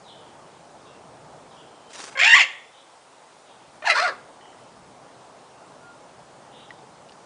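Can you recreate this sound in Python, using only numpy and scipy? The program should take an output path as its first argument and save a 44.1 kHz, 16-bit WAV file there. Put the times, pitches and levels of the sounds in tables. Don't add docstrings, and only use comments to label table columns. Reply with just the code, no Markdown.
import sys
import numpy as np
from scipy import signal
from scipy.fft import rfft, irfft, next_fast_len
from scipy.io import wavfile
from scipy.ndimage import uniform_filter1d, map_coordinates

SR = 44100
rng = np.random.default_rng(int(sys.argv[2]) if len(sys.argv) > 2 else 0)


def boost(x):
    u = np.asarray(x, float) / 20
    return 10 ** u


def unload_wav(signal):
    wavfile.write(
        sys.argv[1],
        SR,
        np.round(np.clip(np.atleast_2d(signal).T, -1, 1) * 32767).astype(np.int16),
    )


N = 319989
T = np.arange(N) / SR

# (time [s], level [dB])
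TRAFFIC_SWELL = [(0, 0), (1.2, 0.6), (2.0, -0.1), (3.8, -0.86), (4.3, -0.7), (4.8, .5), (5.4, 0), (5.9, .5),
                 (7.26, 0.3)]
# (frequency [Hz], level [dB])
RUMBLE_SPECTRUM = [(12, -50.5), (20, -24.5), (70, -10), (97, -8), (136, 0.5), (268, -6), (300, -10),
                   (390, -22.5), (660, -120)]
TRAFFIC_SPECTRUM = [(150, -33.5), (250, -7), (400, -3.5), (600, -1.5), (850, -1.06), (1350, -9.5),
                    (1900, -20), (3000, -30.5), (5500, -120)]
# (time [s], length [s], pitch [Hz], level [dB], trill depth [Hz])
FAR_CHIRPS = [(0.076, 0.065, 3320, -47, 400), (0.083, 0.036, 4070, -51, 200),
              (0.172, 0.12, 3230, -58.5, 350), (0.849, 0.05, 3380, -56, 500), (0.853, 0.1, 2720, -59, 74),
              (1.56, 0.068, 3140, -51, 360), (1.686, 0.31, 3160, -61, 35), (2.719, 0.081, 3360, -53, 450),
              (2.77, .025, 3930, -55, 30), (3.455, 0.076, 3250, -56, 650), (4.403, .069, 3060, -53, 180),
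              (4.503, .14, 3050, -65, 120), (5.798, 0.14, 1415, -52, 8), (5.993, 0.06, 2200, -63, 22),
              (6.505, 0.16, 3330, -52, 610), (6.53, 0.046, 3620, -59, 25), (6.551, 0.05, 3900, -55, 25)]
# (time [s], length [s], first pitch [Hz], last pitch [Hz], level [dB])
FALLING_CHIRPS = [
    (0.033, 0.0636, 4130, 3500, -53.5),
    (1.504, 0.032, 3980, 2870, -53),
]
# (frequency [Hz], reverberation time T60 [s])
YARD_DECAY = [(300, 0.86), (1500, 0.44), (2350, 0.5), (2900, 0.42), (3400, 0.65), (4200, 0.33),
              (9000, 0.42)]
# (time [s], clap level [dB])
DOWNSTROKES = [
    (1.912, -47.5),
    (1.954, -42),
    (2.003, -38.5),
    (2.043, -38.5),
    (2.085, -40.5),
    (2.131, -47),
]
# (frequency [Hz], level [dB])
CLAP_SPECTRUM = [(150, -27), (400, -2.5), (1000, 0), (2000, -4), (4500, -5.5), (9000, -11), (12000, -59)]
FEATHER_SPECTRUM = [(300, -48), (1000, -6), (3000, -6.5), (6000, -5), (9000, -11), (10200, -10.5),
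                    (12000, -62)]
# (time [s], effort [dB], pitch [Hz], beak resonance [Hz], roughness [0-1])
NEAR_SCREECH = [
    (2.152, -33, 542, 1805, .05),
    (2.192, -18.5, 529.5, 2005, 0.4),
    (2.25, -12.5, 806.4, 2370, 0.46),
    (2.28, -16.5, 916.4, 2260, .3),
    (2.335, -11.5, 926, 2140, .1),
    (2.366, -14, 1191, 2330, 0.33),
    (2.412, -11, 692, 2420, .5),
    (2.43, -25, 571, 2370, 0),
    (2.45, -32.5, 459, 2360, 0.2),
]
SIDE_YELP_CALL = [
    (3.822, -35.5, 606.7, 1390, .26),
    (3.838, -38, 599.6, 1450, 0.33),
    (3.852, -33.5, 863.4, 1520, 0.65),
    (3.866, -22.5, 966.8, 1890, .3),
    (3.889, -23.5, 679, 1960, .4),
    (3.901, -13, 658.5, 2070, .15),
    (3.912, -17, 671.4, 2030, .3),
    (3.935, -32.5, 557, 1950, 0.51),
]
SIDE_CAW_CALL = [
    (3.95, -25.5, 443.3, 1530, .45),
    (3.98, -20, 574, 1410, 0.41),
    (4.012, -24.5, 658.7, 1420, .3),
    (4.025, -21, 701.8, 1420, .25),
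    (4.04, -22.5, 749.2, 1410, 0.3),
    (4.086, -26.5, 582.7, 1460, 0.47),
    (4.114, -39, 431, 1240, .5),
    (4.13, -42, 330, 1100, .55),
]
# (frequency [Hz], width [Hz], level [dB])
NEAR_WINDPIPE = [(3240, 360, -0.5), (4374, 330, 0.5), (5150, 510, -4), (6140, 1300, -8.5), (7210, 360, -4),
                 (9790, 875, -23)]
SIDE_WINDPIPE = [(2610, 670, -11.5), (3500, 480, -1.5), (4204, 230, 3.5), (4820, 420, -0.5),
                 (6060, 1300, -12.5), (8000, 1100, -13.5), (10000, 900, -31)]
# (time of burst [s], depth [dB], length [s])
VOICE_CATCHES = [
    (2.173, -24, .011),
    (2.19, -14, .013),
    (2.212, -9, .012),
    (2.232, -4, .01),
    (2.387, -4, .008),
    (3.847, -6, .008),
    (3.898, -5, .008),
]
# (delay [s], level [dB])
PANEL_REFLECTIONS = [(.0029, -16.5), (.0064, -18), (.0113, -10.5), (.0172, -8), (.0239, -14.5)]
# (time [s], peak level [dB], ring frequency [Hz], share of crack [ratio])
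CLAW_TICKS = [
    (4.41, -45, 1910, 0.33),
    (4.455, -45, 1940, .3),
    (4.527, -48, 1940, .3),
    (4.585, -50, 2000, .3),
    (6.706, -29, 1930, 0.14),
    (6.789, -50, 2100, 0.82),
    (6.958, -53, 2100, .9),
    (7.088, -50, 2840, .87),
    (7.094, -44.5, 2860, 0.84),
    (7.121, -46.5, 1740, 1),
]
# (frequency [Hz], level [dB])
HISS_SPECTRUM = [(500, -33.5), (1500, -4.5), (3000, -5), (6200, -8), (9500, -10), (10200, -11),
                 (12800, -40.5), (21700, -120)]


def unit(x):
    return x / np.sqrt(np.mean(x ** 2) + 1e-20)


def along(points, hz):
    f, v = np.transpose(points)
    return np.interp(np.log(hz + 1), np.log(f + 1), v)


def drift(clock, count=1):
    knots = rng.standard_normal((count, int(clock[-1]) + 4))
    return np.array([map_coordinates(k, [clock]) for k in knots])


def rush(spectrum, patchy_db):
    z = signal.stft(rng.standard_normal(N + 512), nperseg=512)[2]
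    field = uniform_filter1d(rng.standard_normal(z.shape), 5, 0)
    field = uniform_filter1d(field, 12, 1)
    x = signal.istft(z * boost(patchy_db * unit(field)), nperseg=512)[1]
    m = next_fast_len(N + 8192)
    gain = boost(along(spectrum, np.fft.rfftfreq(m, 1 / SR)))
    return unit(irfft(rfft(x, m) * gain, m)[:N])


def echoes(x, delay_s):
    hz, t, z = signal.stft(rng.standard_normal(SR // 2), SR, nperseg=256)
    decay_db = -60 * t / along(YARD_DECAY, hz)[:, None]
    tail = signal.istft(z * boost(decay_db), SR, nperseg=256)[1]
    tail = np.pad(tail, (int(delay_s * SR), 0))
    return signal.fftconvolve(x, tail / np.linalg.norm(tail))[:N]


def background():
    swell_db = np.interp(T, *np.transpose(TRAFFIC_SWELL))
    rumble_db = -60 + 3.2 * swell_db + 2.2 * drift(T * 5)[0]
    traffic_db = -49.5 + swell_db + 0.5 * drift(T * 6)[0]
    rumble = boost(rumble_db) * rush(RUMBLE_SPECTRUM, patchy_db=0.1)
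    return rumble + boost(traffic_db) * rush(TRAFFIC_SPECTRUM, patchy_db=1.08)


def far_birds():
    sag_per_s, trill_rate_hz, sweep_trill_hz = 0.086, 47, 220
    notes = [(s, length_s, hz, hz * (1 - sag_per_s * length_s), db, trill_hz)
             for s, length_s, hz, db, trill_hz in FAR_CHIRPS]
    notes += [(*row, sweep_trill_hz) for row in FALLING_CHIRPS]
    out = np.zeros(N + SR)
    for s, length_s, first_hz, last_hz, db, trill_hz in notes:
        t = np.arange(int(length_s * SR)) / SR
        trill = signal.sawtooth(2 * np.pi * trill_rate_hz * t + 6.3 * rng.random(), 0.3)
        hz = first_hz + (last_hz - first_hz) * t / length_s + trill_hz * trill
        whistle = np.sin(2 * np.pi * np.cumsum(hz) / SR) * signal.windows.tukey(len(t), 0.4)
        out[int(s * SR):][:len(t)] += boost(db + 2.5) * whistle
    return 0.51 * out[:N] + 0.58 * echoes(out[:N], 0.006)


def wing():
    clap_s = 0.0095
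    swish_db, swish_from_s, swish_hold_s, swish_stop_s = -43, 1.935, 0.11, 2.145
    edge_db_per_s, fall_db_per_s = 1500, 139
    claps = sum(boost(db) * np.exp(-0.5 * ((T - s) / clap_s) ** 2) for s, db in DOWNSTROKES)
    outside_s = np.maximum(np.maximum(swish_from_s - T, T - swish_stop_s), 0)
    falling_s = np.maximum(T - swish_from_s - swish_hold_s, 0)
    swish = boost(swish_db - edge_db_per_s * outside_s - fall_db_per_s * falling_s)
    crackle = boost(1.9 * drift(T * 400)[0])
    clap_noise = claps * rush(CLAP_SPECTRUM, patchy_db=2.0)
    return crackle * (clap_noise + swish * rush(FEATHER_SPECTRUM, patchy_db=2.5))


def windpipe(source, modes):
    m = next_fast_len(len(source) + 4096)
    f = np.fft.rfftfreq(m, 1 / SR)
    response = 0
    for i, (hz, width_hz, db) in enumerate(modes):
        damping = 1j * f * width_hz
        response = response + (-1) ** i * boost(db) * damping / (hz * hz - f * f + damping)
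    return unit(irfft(rfft(source, m) * response, m)[:len(source)])


def screech(rows, throat, opens_s, width, chest_db, pipe_db, jitter, shimmer_db, waver_db):
    s, *cols = np.transpose(rows)
    span = slice(int(s[0] * SR), int(s[-1] * SR))
    t = T[span]
    effort_db, hz, beak_hz, rough = [np.interp(t, s, c) for c in cols]

    low_db = chest_db + 0.52 * (effort_db + 15) + 13 * np.log2(hz / 930)
    low_db = low_db + 2 * drift((t - t[0]) * 90)[0]
    pipe_db = np.linspace(*pipe_db, len(t)) + 0.38 * np.minimum(effort_db + 22.5, 0)
    pipe_db = pipe_db - 17 * np.clip((opens_s - t) / 0.003, 0, 1)

    cycles = np.cumsum(hz) / SR
    turns = cycles + jitter * drift(cycles / 3)[0]
    k = np.arange(1, 31)[:, None]
    clear = (1 - np.clip(rough, 0, 0.95)) ** np.minimum(0.8 * k - 0.55, 2.5)
    scramble = drift(0.75 * cycles, count=30) + 1j * drift(0.75 * cycles, count=30)
    scramble = scramble / np.sqrt(2)
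    waver = boost(waver_db * drift(cycles / 7, count=30) * np.minimum(k / 2, 1))
    waver = waver / boost(waver_db ** 2 / 12)
    swing = np.sqrt(clear) * waver + np.sqrt(1 - clear) * scramble
    tones = np.sqrt(2) * np.real(swing * np.exp(2j * np.pi * k * turns)) * (k * hz < 10500)

    width_hz = hz * np.linspace(*width, len(t))
    mouth = (k > 1) / (1 + (2 * (k * hz - beak_hz) / width_hz) ** 2)
    voice = np.sum(mouth * tones, 0) / np.sqrt(np.sum(mouth ** 2, 0))
    pipe = windpipe(np.sum(tones, 0) * np.sqrt(hz), throat)
    upper = voice + boost(pipe_db + 2.5 * drift(cycles / 3)[0]) * pipe
    upper = upper * boost(shimmer_db * drift(cycles / 4)[0])

    catch_db = sum(db * np.clip(1 - (at - t) / size_s, 0, 1) * (t < at) for at, db, size_s in VOICE_CATCHES)
    call = boost(effort_db) * upper + boost(low_db) * tones[0]
    out = np.zeros(N)
    out[span] = call * boost(catch_db) * signal.windows.tukey(len(t), 0.01)
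    return signal.sosfilt(signal.butter(3, 340, "high", fs=SR, output="sos"), out)


def walls(x):
    copies = sum(boost(db) * np.roll(x, int(s * SR)) * (-1) ** k for k, (s, db) in enumerate(PANEL_REFLECTIONS))
    return x + uniform_filter1d(copies, size=3)


def parrots():
    near = screech(NEAR_SCREECH, NEAR_WINDPIPE, opens_s=2.173, width=(1.5, 0.6), chest_db=-25,
                   pipe_db=(-14, -12), jitter=0.037, shimmer_db=1.4, waver_db=4)
    side = screech(SIDE_YELP_CALL + SIDE_CAW_CALL, SIDE_WINDPIPE, opens_s=3.85, width=(2.9, 1.1), chest_db=-19,
                   pipe_db=(-7, -11.5), jitter=0.02, shimmer_db=2.1, waver_db=3)
    reverberant = boost(-14.5) * echoes(near, 0.02) + boost(-16) * echoes(side, 0.02)
    return boost(-0.5) * walls(near + side) + reverberant


def claws():
    ring_t60_s, crack_t60_s, attack_s = 0.027, 0.024, 0.00026
    out, t = np.zeros(N + SR), np.arange(SR // 10) / SR
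    edge = signal.butter(3, [2200, 5000], "band", fs=SR, output="sos")
    for s, db, hz, crack_share in CLAW_TICKS:
        ring = np.sin(2 * np.pi * hz * t) * boost(-60 * t / ring_t60_s) * (1 - np.exp(-t / attack_s))
        crack = unit(signal.sosfilt(edge, rng.standard_normal(len(t))))
        crack = crack * boost(-60 * t / crack_t60_s)
        out[int(s * SR):][:len(t)] += boost(db) * (ring + crack_share * crack)
    return out[:N]


def scene():
    return (background() + far_birds() + wing() + parrots() + claws())[None]


def ducked(x):
    threshold_db, slope, release_db_per_s, bass_hz = -19, 1.4, 5, 742
    power = np.abs(uniform_filter1d(x ** 2, size=8000))
    over_db = 10 * np.log10(power + 1e-12) - threshold_db
    release_db = release_db_per_s * T
    held_db = np.maximum.accumulate(over_db + release_db, axis=-1) - release_db
    bass = signal.sosfilt(signal.butter(1, bass_hz, fs=SR, output="sos"), x)
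    return x - (1 - boost(-slope * np.maximum(held_db, 0))) * bass


def roll_off(x):
    return signal.sosfilt(signal.butter(12, 10030, fs=SR, output="sos"), x)


def record(dry):
    x = ducked(dry)
    x = x / (1 + np.abs(x / 0.85) ** 4) ** (1 / 4)
    x = x + 0.1 * np.abs(x) ** 3
    x = x + boost(-58) * rush(HISS_SPECTRUM, patchy_db=1.23)
    x = signal.sosfilt(signal.butter(1, 25, "high", fs=SR, output="sos"), x)
    x = signal.sosfiltfilt(signal.ellip(10, 0.1, 80, 10050, fs=SR, output="sos"), x)
    return roll_off(x)


dry = scene()
out = record(dry)
unload_wav(out)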